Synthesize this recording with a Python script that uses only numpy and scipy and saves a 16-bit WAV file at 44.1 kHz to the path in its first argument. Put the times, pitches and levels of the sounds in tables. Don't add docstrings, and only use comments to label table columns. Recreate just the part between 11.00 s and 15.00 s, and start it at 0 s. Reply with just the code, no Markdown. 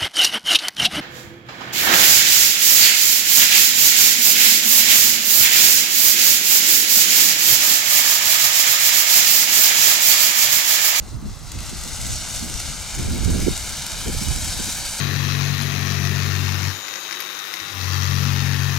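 import sys
import numpy as np
from scipy import signal
from scipy.fft import rfft, irfft, next_fast_len
from scipy.io import wavfile
from scipy.ndimage import map_coordinates

SR = 44100
rng = np.random.default_rng(int(sys.argv[2]) if len(sys.argv) > 2 else 0)


def int16_out(signal):
    q = np.round(np.clip(np.atleast_2d(signal).T, -1, 1) * 32767)
    wavfile.write(sys.argv[1], SR, q.astype(np.int16))


N = 176400
TIME_S = np.arange(N) / SR
SIDES = np.array([[1], [-1]])


def amp(db):
    return 10 ** (np.asarray(db) / 20)

def unit(x):
    return x / np.sqrt(np.mean(x ** 2) + 1e-20)

def bell(offset, width):
    return np.exp(-.5 * (offset / width) ** 2)

def curve(rows):
    return np.interp(TIME_S, *np.transpose(rows))

def wobble(rate_hz):
    return map_coordinates(rng.standard_normal(4096), [TIME_S * rate_hz], mode="wrap")

def filtered(x, response):
    size = next_fast_len(N + SR // 2)
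    return irfft(rfft(x, size) * response(np.fft.rfftfreq(size, 1 / SR)), size)[..., :N]

def coloured(x, eq):
    freq_hz, gain_db = np.transpose(eq)
    return filtered(x, lambda hz: amp(np.interp(np.log(hz + 1), np.log(freq_hz), gain_db)))

def grains(per_s, spread_db):
    size = amp(spread_db * np.clip(rng.standard_normal(N), -2, 2)) * np.sign(rng.standard_normal(N))
    return unit(size * (rng.random(N) < per_s / SR))


# freq_hz, gain_db
RUSTLE_EQ = [(100, -18), (400, -2.5), (800, 3.5), (1200, 3), (1800, -5.5), (3000, -17), (8000, -23),
             (16000, -22)]

def trees(level_db=-49.5, side_db=-6):
    mid, side = unit(coloured(rng.standard_normal((2, N)), RUSTLE_EQ)) * amp([[0], [side_db]])
    return amp(level_db) * (mid + SIDES * side)


# time_s, level_db
GUSTS = [(0, -32), (.15, -33), (.29, -28), (.36, -34.5), (.47, -36.5), (.57, -28.5), (.68, -33.5),
         (1, -32.5), (1.11, -28), (1.2, -34), (1.35, -35.5), (1.46, -32), (1.75, -34), (1.92, -42),
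         (1.98, -23.5), (2.18, -24), (2.29, -20.5), (2.54, -26.5), (2.58, -35.5), (2.94, -37),
         (3.08, -26.5), (3.37, -28), (3.7, -32), (3.76, -35.5), (3.88, -35), (4, -56)]
# time_s, left_minus_right_db
RUMBLE_PAN = [(0, -4), (.6, -3), (.9, 7.5), (1.15, -2), (1.5, 4), (1.9, -0.5), (2.4, -1.5), (2.55, 1.5),
              (3.05, 2), (3.3, -9), (3.6, -0.5), (4, -5)]
# freq_hz, gain_db
RUMBLE_EQ = [(10, -17.5), (28, -1), (60, 2), (100, -4), (160, -9.5), (250, -21.5), (400, -41), (1000, -78)]
# freq_hz, gain_db
FLAP_EQ = [(60, -28), (140, -1.5), (230, -1.5), (330, -5.5), (480, -16), (800, -27.5), (2000, -58)]

def wind(shared=.21, breeze_db=-31.5, flap_growth=1.54, flap_pan_db=-4.5):
    def turbulence(eq, lump_db, rate_hz):
        common = np.sqrt(shared) * rng.standard_normal(N)
        own = np.sqrt(1 - shared) * rng.standard_normal((2, N))
        lumps = amp(lump_db * np.array([wobble(rate_hz), wobble(rate_hz)]))
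        return unit(coloured(common + own, eq) * lumps)

    gust_db = curve(GUSTS)
    rumble_db = gust_db + SIDES * curve(RUMBLE_PAN) / 2
    flap_db = -44.5 + flap_growth * (gust_db - breeze_db) + SIDES * flap_pan_db / 2
    rumble = turbulence(RUMBLE_EQ, lump_db=3, rate_hz=21.77) * amp(rumble_db)
    flap = turbulence(FLAP_EQ, lump_db=4.5, rate_hz=40) * amp(flap_db)
    return rumble + flap


# peak_s, level_db, centre_hz, width_s, left_minus_right_db
EDDIES = [(0.252, -33.5, 184, 0.02, -3), (0.734, -33, 221, 0.0057, -9.5), (1.118, -29.5, 75, .02, 11),
          (1.438, -31.5, 213, 0.018, -6.5), (2.27, -21, 97.5, 0.011, -16), (2.292, -22.5, 263, 0.012, -3),
          (2.395, -27.5, 266, 0.0069, -9), (2.478, -20, 260, 0.0084, -17.5), (2.5, -28, 203, 0.0073, 1),
          (3.084, -28.5, 290, .014, -8), (3.15, -30.5, 219, 0.0042, -9.5), (3.175, -26, 49.7, 0.0093, -19),
          (3.225, -29, 180, .007, -13), (3.279, -29, 131, 0.0095, -11), (3.602, -28.5, 205, 0.0065, -9),
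          (3.683, -31.5, 196, 0.0078, -2)]

def eddies(width_oct=.56):
    out = np.zeros((2, N))
    for peak_s, level_db, centre_hz, width_s, pan_db in EDDIES:
        swell = bell(TIME_S - peak_s, width_s)
        band = lambda hz: bell(np.log2((hz + 1) / centre_hz), width_oct)
        slap = filtered(rng.standard_normal((2, N)), band) * swell
        slap *= np.linalg.norm(swell) / np.linalg.norm(slap, axis=1, keepdims=True)
        out += slap * amp(level_db + SIDES * pan_db / 2)
    return out


# freq_hz, gain_db
SCATTER_EQ = [(300, -7.5), (1200, -25.5), (2300, -8), (4000, -4), (8000, -7), (12000, -4.5), (15000, -2)]

def trunks(x, t60_s=.25, blocks=32):
    decay = amp(-60 * TIME_S[:SR // 3] / t60_s)
    send = coloured(x, SCATTER_EQ)
    edges = np.linspace(0, N, blocks + 1).astype(int)
    out = np.zeros((2, N + SR))
    for start, end in zip(edges, edges[1:]):
        tail = rng.standard_normal((2, len(decay))) * decay
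        wet = signal.fftconvolve(send[None, start:end], tail / np.linalg.norm(tail[0]), axes=1)
        out[:, start:start + wet.shape[1]] += wet
    return out[:, :N]


# time_s, delay_ms
ECHO_DELAY = [(0, 1.42), (.35, 1.5), (.7, 1.45), (1, 1.4), (1.3, 1.37), (1.65, 1.385), (2.05, 1.32),
              (2.6, 1.345), (3.2, 1.295), (4, 1.295)]
# freq_hz, gain_db
GROUND_EQ = [(300, -4.5), (1500, -3.5), (3500, -11.5), (6000, -10.5), (9000, -19), (15000, -12)]

def clearing(x, port_lag_ms=.015, lean_left_db=.5):
    delay_samples = curve(ECHO_DELAY) * SR / 1000
    echo = map_coordinates(coloured(x, GROUND_EQ), [np.arange(N) - delay_samples])
    lead_s = SIDES * port_lag_ms / 1000 / 2
    near = filtered(x + echo, lambda hz: np.exp(2j * np.pi * hz * lead_s))
    return (near + trunks(x)) * amp(lean_left_db * SIDES)


# freq_hz, gain_db
SPARK_EQ = [(1000, -14), (4000, -3), (8000, 0), (12000, -3), (16000, -9)]

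def sparks(burn_db, trim_db=-13.5):
    ticks = unit(coloured(grains(per_s=60, spread_db=2.5), SPARK_EQ))
    return ticks * amp(burn_db + trim_db)


# freq_hz, gain_db
POP_EQ = [(300, -31), (1500, -4), (4000, 1), (7000, 5.5), (10000, 0), (13000, -6), (16000, -23.5)]
# start_s, peak_db
POPS = [(.518, -17), (.59, -23), (.605, -20.5), (.666, -22), (.695, -20.5), (.772, -20), (.815, -20),
        (.838, -15.5), (.877, -20), (.932, -21), (1.016, -16.5), (1.067, -15.5), (1.362, -18), (1.396, -18),
        (1.5, -16.5), (1.541, -15), (1.603, -12), (1.678, -22), (1.951, -17), (2.249, -15), (2.402, -20),
        (2.495, -18.5), (2.568, -16), (2.577, -12.5), (2.692, -16), (2.822, -16), (2.866, -13),
        (2.919, -15.5), (3.082, -14.5), (3.223, -18), (3.446, -15), (3.728, -13)]

def slag(burn_db, crackle_db=-9.5, clump_db=4.5, pop_trim_db=.5, splinter_db=-5, splinter_s=.003):
    snap = lambda x: -np.imag(signal.hilbert(coloured(x, POP_EQ)))
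    clumps = amp(clump_db * np.clip(wobble(rate_hz=130), -2, 2))
    beads = clumps * np.abs(grains(per_s=1400, spread_db=6))
    crackle = unit(snap(beads)) * amp(burn_db + crackle_db)
    bursts = np.zeros(N)
    for start_s, peak_db in POPS:
        peak = amp(peak_db + pop_trim_db)
        bursts[round(start_s * SR)] += peak
        splinters_s = start_s + splinter_s * rng.uniform(-1.2, 1, size=5)
        bursts[np.round(splinters_s * SR).astype(int)] += peak * amp(splinter_db)
    snap_peak = snap(signal.unit_impulse(N, "mid")).max()
    return crackle + snap(bursts) / snap_peak


def whistle(peak_s=2.53, width_s=.022, pitch_hz=3650, width_hz=70, level_db=-41):
    tone = unit(filtered(rng.standard_normal(N), lambda hz: bell(hz - pitch_hz, width_hz)))
    return amp(level_db) * tone * bell(TIME_S - peak_s, width_s)


def patchy(x, depth_db=.8, patch_hz=301, patch_s=.1):
    hz, t, spectrum = signal.stft(x, SR, nperseg=512)
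    grid = np.meshgrid(hz / patch_hz, t / patch_s, indexing="ij")
    drift = map_coordinates(rng.standard_normal((128, 128)), grid, mode="wrap")
    return signal.istft(spectrum * amp(depth_db * drift), nperseg=512)[1][:N]


# time_s, level_db
BURN = [(0, -48.5), (.1, -45.5), (.19, -50), (.3, -45), (.45, -44), (.49, -40.5), (.56, -39.5),
        (.62, -37.5), (.98, -34.5), (1.06, -32), (1.17, -31), (1.25, -34), (1.35, -30), (1.46, -34),
        (1.6, -30.7), (1.7, -33), (2.02, -33), (2.47, -32.5), (2.56, -30.5), (2.64, -33), (2.76, -31),
        (3.1, -33), (3.2, -30), (3.67, -28.5), (3.89, -30.5), (4, -29.5)]
# time_s, level_db
ROAR_FADER = [(0.0, -52.5), (0.18, -56.5), (0.42, -51.5), (0.65, -42), (1.69, -40), (1.7, -40.5),
              (2.04, -38.5), (3.97, -36.5), (4.0, -37)]
# time_s, level_db
FIZZ_FADER = [(0, -65), (.2, -70), (.44, -69), (.6, -55), (.85, -46), (1.15, -55), (1.4, -44), (1.55, -52),
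              (1.9, -49), (2.3, -48), (2.57, -41), (2.8, -45), (3.1, -40), (3.5, -40.5), (3.85, -39.5),
              (4, -37)]
# time_s, tilt_db
BRIGHTNESS = [(0, 1), (.55, -0.5), (.95, 6), (1.9, 2.5), (2.3, 2.5), (2.8, -1), (3.3, 2), (4, 2)]
# freq_hz, gain_db
ROAR_EQ = [(200, 3), (450, -1.5), (750, -4.5), (1100, 0.5), (1500, -1.5), (2300, 0), (3200, -2),
           (5000, -27.5), (10000, -43)]
# freq_hz, gain_db
RUSH_EQ = [(2000, -16.5), (3200, -5), (3750, 3), (4600, 3), (5400, 0.5), (6500, -2), (9000, -37)]
# freq_hz, gain_db
HISS_EQ = [(1000, -14), (3500, -11), (5300, -4), (6500, 0), (7400, -1.5), (8600, -3.5), (10500, -13),
           (13000, -18), (16000, -30)]
# freq_hz, gain_db
FIZZ_EQ = [(3000, -22), (8000, 6), (10500, 2.5), (12000, -0.5), (14000, -7.5), (16000, -11)]

def jet(burn_db, sputter_db=.95, surge_db=-.18, sizzle_share=.48):
    def layer(eq, fader_db, trim_db):
        gas = np.sqrt(1 - sizzle_share) * rng.standard_normal(N)
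        sizzle = np.sqrt(sizzle_share) * grains(per_s=5000, spread_db=5.5)
        return unit(coloured(gas + sizzle, eq)) * amp(fader_db + trim_db)

    sputter = amp(sputter_db * wobble(rate_hz=70) + surge_db * wobble(rate_hz=9))
    tilt_db = curve(BRIGHTNESS)
    hiss = layer(HISS_EQ, burn_db + tilt_db / 2, trim_db=-4)
    rush = layer(RUSH_EQ, burn_db - tilt_db / 2, trim_db=-5.5)
    core = patchy(hiss + rush)
    fizz = layer(FIZZ_EQ, curve(FIZZ_FADER), trim_db=1.5)
    roar = layer(ROAR_EQ, curve(ROAR_FADER), trim_db=-1)
    return (core + fizz + roar) * sputter


def scene():
    burn_db = curve(BURN)
    flare = jet(burn_db) + whistle() + slag(burn_db) + sparks(burn_db)
    return clearing(flare) + trees() + wind() + eddies()

def record(dry):
    return filtered(dry, lambda hz: hz < 15900)


dry = scene()
out = record(dry)
int16_out(out)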